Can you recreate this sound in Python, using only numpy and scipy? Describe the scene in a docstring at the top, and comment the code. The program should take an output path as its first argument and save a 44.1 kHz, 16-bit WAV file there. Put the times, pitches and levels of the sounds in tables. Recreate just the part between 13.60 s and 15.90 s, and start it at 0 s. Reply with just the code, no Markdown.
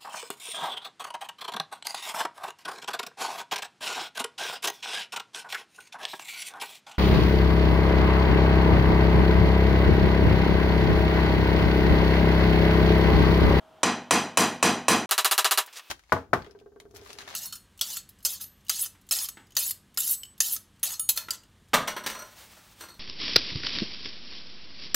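"""Five heavy hammer blows flatten a glowing steel bar on an anvil in a hard-walled workshop.
Each is a noise crack with a thud of short sines, coloured by the steel's resonances, then answered
by dense decaying noise and booming sines. After a brief dropout time runs four times as fast:
the blows become a high, quick rattle, then noise bursts knock and scrape as the bar leaves the anvil.
Under it lie air noise and a machine's faint sine hum, silent only in the dropout."""
import sys
import numpy as np
from scipy import signal
from scipy.fft import rfft, irfft
from scipy.io import wavfile
from scipy.ndimage import uniform_filter1d

SR = 44100
rng = np.random.default_rng(int(sys.argv[2]) if len(sys.argv) > 2 else 0)


def to_wav(sig):
    """Store sig (one row per channel, or 1-D mono) as 16-bit WAV at the path in sys.argv[1].

    Samples outside -1..1 are clipped; the rate is SR.
    """
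    pcm = np.clip(np.atleast_2d(sig), -1, 1) * 32767
    pcm = np.round(pcm).astype(np.int16)
    wavfile.write(sys.argv[1], SR, pcm.T)  # frames by channels


N = 101430
T = np.arange(N) / SR  # s
RING = T[:SR * 3 // 4]  # time axis of one blow, s
FREQS = np.fft.rfftfreq(N, 1 / SR)  # Hz


def amp(db):
    """Decibels to gain."""
    return 10 ** (np.asarray(db) / 20)


def unit(x):
    """Scale so that the mid channel has rms 1."""
    return x / np.sqrt(np.mean(x[0] ** 2) + 1e-20)


def along(points, hz):
    """Read (Hz, value) points on a log frequency axis."""
    f, v = np.transpose(points)
    return np.interp(np.log(hz + 1), np.log(f + 1), v)


def noise(gain, width, speed=1):
    """Mid and side noise with the given gain per frequency; width sets the side level."""
    white = rfft(rng.standard_normal((2, N)))
    side = amp(along(width, FREQS / speed))
    mid_side = np.array([np.ones(len(FREQS)), side])
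    return unit(irfft(white * gain * mid_side, N))


def add(out, s, x):
    """Mix x into out from time s."""
    i = round(s * SR)
    out[:, i:i + x.shape[1]] += x[:, :N - i]


def swell(t, rise, hold, t60):
    """Sound builds up, holds, then dies away by 60 dB in t60 seconds."""
    return (1 - np.exp(-t / rise)) * amp(-60 * np.maximum(t - hold, 0) / t60)


def low_cut(x, hz):
    """Second-order high-pass: removes the bass below hz."""
    return signal.sosfilt(signal.butter(2, hz, "high", fs=SR, output="sos"), x)


def hammering(blows, speed, room, crack, room_db, crack_db, crack_t60, thud_db, treble_hz, bass_hz, order):
    """Blows of crack, thud, boom and room answer; order picks the level column of the mode tables."""
    # Resonances of bar, hammer and anvil. Each row: natural-speed frequency in Hz, width in Hz,
    # lift in heavy blows in dB, lift in quick blows in dB.
    steel_modes = [(992, 24, 0, 10), (1670, 130, 5, -1.5), (1906, 16, 10, -11), (2525, 53, 5.5, 9),
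                   (2482, 40, 6.5, 4), (3009, 29, 9, 16), (3227, 144, 8, -9), (4040, 66, 14, 7),
                   (4910, 170, 13.5, -14), (5964, 120, 18.5, 0), (7030, 37, 15, 0), (7480, 50, 6, 0),
                   (8260, 154, 9.5, -8), (9526, 66, 17.5, 0), (11020, 90, 10.5, 0), (11200, 120, 6, 0),
                   (12000, 50, 9, 0), (13400, 90, -6, 3)]
    # Booming modes of stand and room. Each row: natural-speed frequency in Hz, level in heavy blows in dB,
    # level in quick blows in dB, natural-speed t60 in seconds.
    boom_modes = [(102.4, -40.5, -39, 0.46), (155.7, -39, -36.5, 0.64), (195.9, -32.5, -34.5, 0.36),
                  (243.8, -30, -30.5, 0.65), (251.8, -30.5, -34, 0.23), (287.1, -35, -34.5, 0.62),
                  (302.5, -36, -30.5, .45), (329.5, -30, -30, 0.27), (345.3, -31.5, -35, 0.15),
                  (431.3, -37, -32.5, .35), (472.7, -29.5, -33, 0.22), (719, -40, -35, 0.47),
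                  (817.4, -31.5, -50, 0.32), (992, -48, -51, 0.28), (1039, -25, -34, 0.24),
                  (1174, -50, -41, 0.33)]
    # Dull thud of the soft hot bar. Each row: natural-speed frequency in Hz, relative level in dB,
    # natural-speed t60 in seconds.
    thud_modes = [(507, -14.5, 0.012), (705, -12, 0.021), (1090, -14.5, 0.042), (1222, -18, 0.035),
                  (2588, -6.5, 0.015)]
    # Stereo width of the blows. Each row: natural-speed frequency in Hz, side level in dB.
    blow_width = [(45, -18), (90, -40), (180, -60), (350, -43), (700, -35.5), (1400, -27.5), (2800, -19.5),
                  (5600, -16), (11000, -15)]
    fresh = 0.19  # share of noise power that differs from blow to blow
    crack_ring = 0.79  # how much of the steel's resonance colours the crack

    t = RING * speed  # natural-speed seconds
    steel = 1
    for hz, width, *lift in steel_modes:
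        peak = amp(lift[order]) ** 2 - 1
        steel = steel + peak / (1 + (2 * (FREQS / speed - hz) / width) ** 2)
    steel = np.sqrt(np.maximum(steel, .1))  # power to gain
    room_gain = amp(along(room, FREQS)) * steel
    crack_gain = amp(along(crack, FREQS)) * steel ** crack_ring

    def draw():
        """Noise for the room answer and for the crack."""
        return np.array([noise(gain, blow_width, speed) for gain in (room_gain, crack_gain)])

    same = draw()  # common to all blows
    phases = rng.uniform(0, 2 * np.pi, len(boom_modes))
    boom = []
    for (hz, *db, t60), phase in zip(boom_modes, phases):
        envelope = swell(t, rise=0.011, hold=0.049, t60=t60)
        boom.append(amp(db[order]) * envelope * np.sin(2 * np.pi * hz * t + phase))
    boom = np.array(boom)
    thud = np.zeros(len(t))
    for k, (hz, db, t60) in enumerate(thud_modes):
        envelope = swell(t, rise=0.0007, hold=0, t60=t60)
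        thud += (-1) ** k * amp(db + thud_db) * envelope * np.sin(2 * np.pi * hz * t)

    treble = 1 / (1 + (treble_hz / (FREQS + 1)) ** 4)  # near 0 in the bass, rising through treble_hz
    out = np.zeros((2, N))
    for s, db, treble_db, snap_db in blows:
        blend = np.sqrt(1 - fresh) * same + np.sqrt(fresh) * draw()
        walls, snap = irfft(rfft(blend) * amp(treble_db * treble), N)[..., :len(t)]
        contact = amp(crack_db + snap_db - 60 * t / crack_t60) * snap
        contact[0] += thud
        blow = low_cut(contact, bass_hz) + amp(room_db) * room_answer(walls, speed)
        mode_gains = amp(rng.normal(0, 1, len(boom_modes)))  # each boom varies by about 1 dB
        blow[0] += mode_gains @ boom
        add(out, s, amp(db) * blow)
    return low_cut(out, 35 * speed)


def room_answer(x, speed):
    """Dense reflections in which every frequency builds and dies at its own pace."""
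    # Decay. Each row: natural-speed frequency in Hz, natural-speed t60 in seconds.
    decay = [(100, 0.42), (300, 0.57), (1000, 0.4), (3000, .4), (6000, 0.34), (10000, .28), (15000, 0.29)]
    # Hold before the fade. Each row: natural-speed frequency in Hz, natural-speed time in seconds.
    hold = [(100, 0.042), (1000, 0.061), (4000, 0.051), (12000, 0.027)]
    # Build-up. Each row: natural-speed frequency in Hz, natural-speed time constant in seconds.
    rise = [(100, 0.0078), (400, 0.0096), (1500, 0.003), (10000, 0.0014)]
    hz, t, bands = signal.stft(x, SR, nperseg=128)
    hz = hz[:, None] / speed
    shape = swell(t * speed, along(rise, hz), along(hold, hz), along(decay, hz))
    return signal.istft(bands * shape, SR, nperseg=128)[1][:, :len(RING)]


def bar_lifted():
    """The bar knocks lightly and slides off the anvil: noise bursts and a gritty, fluctuating scrape."""
    # Light knocks. 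Each row: start in seconds, level in dB, centre of the noise in Hz, t60 in seconds.
    knocks = [(2.0622, -42.5, 11000, .06), (2.075, -45, 1390, 0.13), (2.1945, -37.5, 1800, 0.059)]
    # Scrape loudness. Each row: time in seconds, level in dB.
    scrape_level = [(2.126, -63), (2.129, -49.5), (2.155, -49), (2.17, -38.5), (2.185, -41.5), (2.21, -65),
                    (2.235, -71), (2.3, -61)]
    # Scrape colour. Each row: frequency in Hz, relative level in dB per Hz.
    scrape_colour = [(60, -55), (250, -30), (450, -10), (1000, -5), (1760, -3.5), (3400, -1), (7000, -3.5),
                     (13700, -13.5), (16000, -16)]
    # Stereo width of knocks and scrape. Each row: frequency in Hz, side level in dB.
    lift_width = [(200, -11.5), (1400, -32), (5000, -39)]
    grit = unit(uniform_filter1d(rng.standard_normal((1, N)), size=130))  # smoothed over about 3 ms
    grit_db = 1.7 * grit
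    scrape_db = np.interp(T, *np.transpose(scrape_level), left=-120)
    out = amp(scrape_db + grit_db) * noise(amp(along(scrape_colour, FREQS)), lift_width)
    for s, db, hz, t60 in knocks:
        body = (FREQS / hz) ** 2 / (1 + (FREQS / hz) ** 2) ** 2  # broad hump around hz
        add(out, s, amp(db - 60 * T / t60) * noise(body, lift_width))
    return low_cut(out, hz=330)


def workshop(colour, air_db, hum_hz, hum_db, speed):
    """Still air as coloured noise, and the steady hum of a distant machine as one sine."""
    # Stereo width of the air. Each row: natural-speed frequency in Hz, side level in dB.
    air_width = [(45, -15), (350, -8), (700, -15.5), (1400, -12), (2800, -13), (8000, -9)]
    out = amp(air_db) * noise(amp(along(colour, FREQS)), air_width, speed)
    out[0] += amp(hum_db) * np.sqrt(2) * np.sin(2 * np.pi * hum_hz * T)  # hum_db is an rms level
    return out


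def scene():
    """Heavy blows, a short silence, then the same work at four times the speed."""
    # Blows. Each row: start in seconds, level in dB, treble lift in dB, extra crack level in dB.
    heavy_blows = [(.2319, -5, -14, 8.5), (.5089, -2.5, 0, 4), (.7726, -2, 6.5, 3), (1.0272, -1.63, 0, 2),
                   (1.2824, -1.5, 4.5, 2.5)]
    quick_blows = [(1.447, -4.5, 1, 0), (1.5107, -1.5, 2, 8), (1.5793, -0.5, -4, -2), (1.6464, 0, 1, 2),
                   (1.7118, -.7, 2.5, -17), (1.7793, .7, -1, 4), (1.8453, .7, -6, -2),
                   (1.9102, -0.9, 2.5, -7), (1.975, -0.5, 1.5, -13)]
    # Colours of room answer, crack and air. Each row: frequency in Hz, relative level in dB per Hz.
    heavy_room = [(30, -33), (60, -21), (100, -14), (220, 3.5), (400, -2), (560, -4), (750, 2), (1100, 0.5),
                  (1400, -4.5), (2500, -7), (3600, -12.5), (5400, -18), (7500, -12.5), (9000, -18),
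                  (12000, -21), (16000, -36)]
    heavy_crack = [(30, -31.5), (150, 2.5), (500, -4), (1100, 6), (1700, -0.5), (2100, -3), (2600, -2.5),
                   (3500, -9), (4000, -1), (5300, -12), (7000, -2), (10500, -7), (13000, -28), (16000, -17)]
    quick_room = [(40, -27), (200, -29.5), (320, -14.5), (550, -7.5), (1000, 1), (1600, 0.5), (2100, -4.5),
                  (2800, 2), (4200, -5), (5500, -4), (8000, -3.5), (11000, -10.5), (13500, -9),
                  (15000, -12.5), (16000, -24)]
    quick_crack = [(40, -16), (250, -31), (700, -7), (1500, -35), (2700, -1), (4500, 8), (6500, 6.5),
                   (10000, 4), (13000, -8), (16000, 5)]
    slow_air = [(25, -32), (53, -24), (165, -20), (260, -17.5), (480, -21), (640, -14), (830, -15.5),
                (1300, -21), (2000, -31), (2600, -32.5), (3080, -27.5), (4200, -37), (16000, -50.5)]
    quick_air = [(35, -71), (60, -32), (1170, -8), (1620, -13), (2840, -10), (3120, -9), (3500, -10),
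                 (8120, -25), (16000, -20)]
    # The first quick blow starts just before the silence, so only its tail is heard after it.
    cut_s, resume_s = 1.4592, 1.4918
    speed = 4  # times natural speed

    slow = hammering(heavy_blows, 1, heavy_room, heavy_crack, room_db=-18.5, crack_db=-13.5,
                     crack_t60=0.047, thud_db=1.5, treble_hz=11100, bass_hz=208, order=0)
    fast = hammering(quick_blows, speed, quick_room, quick_crack, room_db=-19, crack_db=-18,
                     crack_t60=0.025, thud_db=-1.5, treble_hz=9900, bass_hz=700, order=1)
    slow = slow + workshop(slow_air, air_db=-57.5, hum_hz=637.56, hum_db=-60.5, speed=0.99)
    fast = fast + workshop(quick_air, air_db=-56.5, hum_hz=2576, hum_db=-69, speed=speed)
    fast = fast + bar_lifted()
    mid, side = slow * (T < cut_s) + fast * (T > resume_s)
    return np.array([mid + side, mid - side])


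def record(dry):
    """The loudest peaks are rounded off below a ceiling and a steep filter ends the treble."""
    ceiling, top_hz = 0.6, 15900  # full scale = 1, Hz
    held = dry / (1 + np.abs(dry / ceiling) ** 6) ** (1 / 6)
    return irfft(rfft(held) / np.sqrt(1 + (FREQS / top_hz) ** 160), N)


dry = scene()
out = record(dry)
to_wav(out)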